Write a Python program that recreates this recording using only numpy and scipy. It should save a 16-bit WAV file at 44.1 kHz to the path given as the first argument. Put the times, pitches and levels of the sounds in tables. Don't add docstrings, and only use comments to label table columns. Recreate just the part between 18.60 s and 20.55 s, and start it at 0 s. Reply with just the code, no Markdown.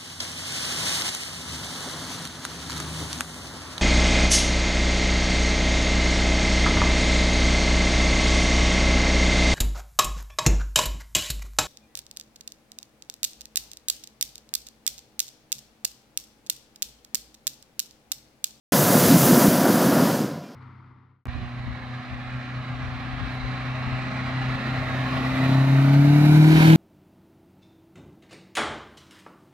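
import sys
import numpy as np
from scipy import signal
from scipy.fft import rfft, irfft
from scipy.io import wavfile
from scipy.ndimage import uniform_filter1d

SR = 44100
rng = np.random.default_rng(int(sys.argv[2]) if len(sys.argv) > 2 else 0)


def digitize_waveform(pressure):
    field = np.atleast_2d(pressure).T
    bounded = np.clip(field, -1, 1)
    quanta = np.round(bounded * 32767).astype(np.int16)
    wavfile.write(sys.argv[1], SR, quanta)


N = 85995


def undb(db):
    return 10 ** (np.asarray(db) / 20)


def colour(x, table):
    hz, db = np.array(table).T
    freq = np.maximum(np.arange(N // 2 + 1) * SR / N, 1)
    gain_db = np.interp(np.log(freq), np.log(hz), db, left=-120, right=-120)
    y = irfft(rfft(x) * undb(gain_db), N)
    return y / np.sqrt(np.mean(y ** 2))


def walk(rate):
    hold = int(SR / rate)
    steps = np.repeat(rng.standard_normal(N // 50), hold)[:N + hold]
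    y = uniform_filter1d(uniform_filter1d(steps, hold), hold)[:N]
    return y / np.std(y)


def puffs(rate, spread_db):
    hit = rng.random(N) < rate / SR
    return hit * rng.standard_normal(N) * undb(spread_db * rng.exponential(size=N))


def curve(t, column):
    # time in seconds, then the levels in dB of the flame's rumble, the flame's crackle,
    # the lower jet hiss and the upper jet hiss.
    burn = [(0.135, -17.5, -22.5, -29, -24), (0.209, -24, -22, -30.5, -23.5),
            (0.523, -16.5, -22, -28, -23.5), (0.615, -23.5, -23.5, -29, -23),
            (0.685, -20.5, -20.5, -28, -23), (0.715, -14, -21, -28.5, -24.5), (0.827, -21, -20, -30, -24),
            (0.887, -16.5, -24.5, -32, -28), (0.957, -25, -23, -33.5, -30.5),
            (1.043, -17.5, -23.5, -33, -31), (1.069, -16.5, -20, -34, -30.5),
            (1.119, -19.5, -23.5, -33, -30), (1.377, -22, -23, -34.5, -33), (1.427, -19, -23, -34, -33),
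            (1.543, -25.5, -26.5, -37, -37), (1.615, -23, -30.5, -41, -43), (1.807, -45, -44, -54, -61.5),
            (1.95, -43.5, -49.5, -58, -65.5)]
    rows = np.array(burn)
    return undb(np.interp(t, rows[:, 0], rows[:, column]))


def flame(t):
    # frequency in Hz, relative level in dB per Hz.
    deep_spectrum = [(18, -68), (30, -38), (43, -33), (75, -23), (111, -6.5), (129, 1.5), (155, 3),
                     (190, -1), (250, -32), (420, -120)]
    # time in seconds, level in dB.
    bass_level = [(.135, -28.5), (.3, -23), (.5, -20.5), (.8, -25.5), (.95, -31.5), (1.4, -26.5),
                  (1.6, -31), (1.8, -38.5), (1.95, -61)]
    # frequency in Hz, relative level in dB per Hz.
    rumble_spectrum = [(110, -49), (180, -7), (243, 2.5), (324, -5.5), (362, -7), (440, -13), (570, -26),
                       (970, -120)]
    # frequency in Hz, relative level in dB per Hz.
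    crackle_spectrum = [(240, -15), (400, -5.5), (440, -10.5), (484, -0.5), (544, -0.5), (724, -3),
                        (832, -11), (977, -5.5), (1150, -11.5), (1380, -10), (1740, -14.5), (2300, -35),
                        (2990, -30), (5060, -120)]

    surge = walk(18)
    kicks = puffs(2500, spread_db=1.57)
    bass = colour(kicks, deep_spectrum) * undb(np.interp(t, *np.array(bass_level).T))
    rumble = colour(kicks, rumble_spectrum) * curve(t, column=1)

    crackle = colour(puffs(5000, spread_db=0.5), crackle_spectrum) * curve(t, column=2)
    crackle_flicker = undb(0.31 * surge + 0.23 * walk(31.3))
    return (bass + rumble) * undb(-0.5 * surge) + crackle * crackle_flicker


def flares(t):
    # start in seconds, peak level in dB before the high-pass, pitch in Hz.
    flare_ups = [(0.348, -8, 207), (0.445, -14, 134), (0.499, -13, 241), (0.556, -22, 299),
                 (0.707, -19, 122), (0.709, -13, 240), (0.84, -8, 207), (0.875, -7, 216), (0.98, -18, 218),
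                 (1.025, -9, 210), (1.593, -27, 238)]
    cycles, low_cut_hz = 2.55, 130
    bursts = 0
    for start_s, db, hz in flare_ups:
        progress = (t - start_s) * hz / cycles
        window = np.sin(np.pi * np.clip(progress, 0, 1)) ** 2
        bursts = bursts + undb(db) * window * np.sin(2 * np.pi * hz * (t - start_s))
    high_pass = signal.butter(4, low_cut_hz, "high", fs=SR, output="sos")
    bursts = signal.sosfilt(high_pass, bursts)

    thud_s, width_s, bias = .8838, 0.0012, 0.2
    x = (t - thud_s) / width_s
    thud = undb(-12) * (2 * x + bias) * np.exp(-x ** 2)
    return bursts + thud


def jet(t):
    # frequency in Hz, relative level in dB per Hz.
    jet_spectrum = [(1240, -6), (2100, 0), (2280, -3), (2690, -3), (3100, -2), (4130, -3.5), (4920, 0),
                    (5690, -3.5), (6300, -8.5), (8190, -19), (13900, -120)]
    # frequency in Hz, relative level in dB per Hz.
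    open_spectrum = [(3590, -34), (6100, -4), (8610, -7.5), (11100, -3), (12400, -3), (14100, -3),
                     (15200, -3), (15700, -10)]
    # frequency in Hz, relative level in dB per Hz.
    closing_spectrum = [(3590, -31), (6100, 0.5), (8300, -5), (9130, -6), (12000, -3.5), (14100, -5),
                        (15700, -10)]

    flutter = walk(12.87)
    gas = rng.standard_normal(N)
    low = colour(puffs(12000, spread_db=-0.5), jet_spectrum) * curve(t, column=3)
    low_flutter = undb(.35 * flutter + .5 * walk(60.6))

    closing_s, closing_length_s = 1.42, .3
    shut = np.clip((t - closing_s) / closing_length_s, 0, 1)
    high = (1 - shut) * colour(gas, open_spectrum) + shut * colour(gas, closing_spectrum)
    high_flutter = undb(0.42 * flutter + .5 * walk(59.8))
    return low * low_flutter + high * high_flutter * curve(t, column=4)


def tones(t):
    # frequency in Hz, rms level over the swell in dB.
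    thin_tones = [(2401, -63), (2708, -68), (3165, -68), (5443, -69)]
    start_s, length_s = 1.815, 0.088
    swell = np.sin(np.pi * np.clip((t - start_s) / length_s, 0, 1))
    total = 0
    for hz, db in thin_tones:
        phase = rng.random()
        total = total + 2 * undb(db) * np.sin(2 * np.pi * (hz * t + phase))
    return swell * total


def scene():
    t = np.arange(N) / SR
    start_s, attack_s = .1203, 0.0018
    onset = np.clip((t - start_s) / attack_s, 0, 1)
    mono = (flame(t) + flares(t) + jet(t) + tones(t)) * onset
    return np.array([mono, mono])


def record(dry):
    squeeze, top_hz = 1.02, 15800
    soft = np.tanh(squeeze * dry) / squeeze
    low_pass = signal.ellip(10, .2, 90, top_hz, fs=SR, output="sos")
    return signal.sosfilt(low_pass, soft)


dry = scene()
out = record(dry)
digitize_waveform(out)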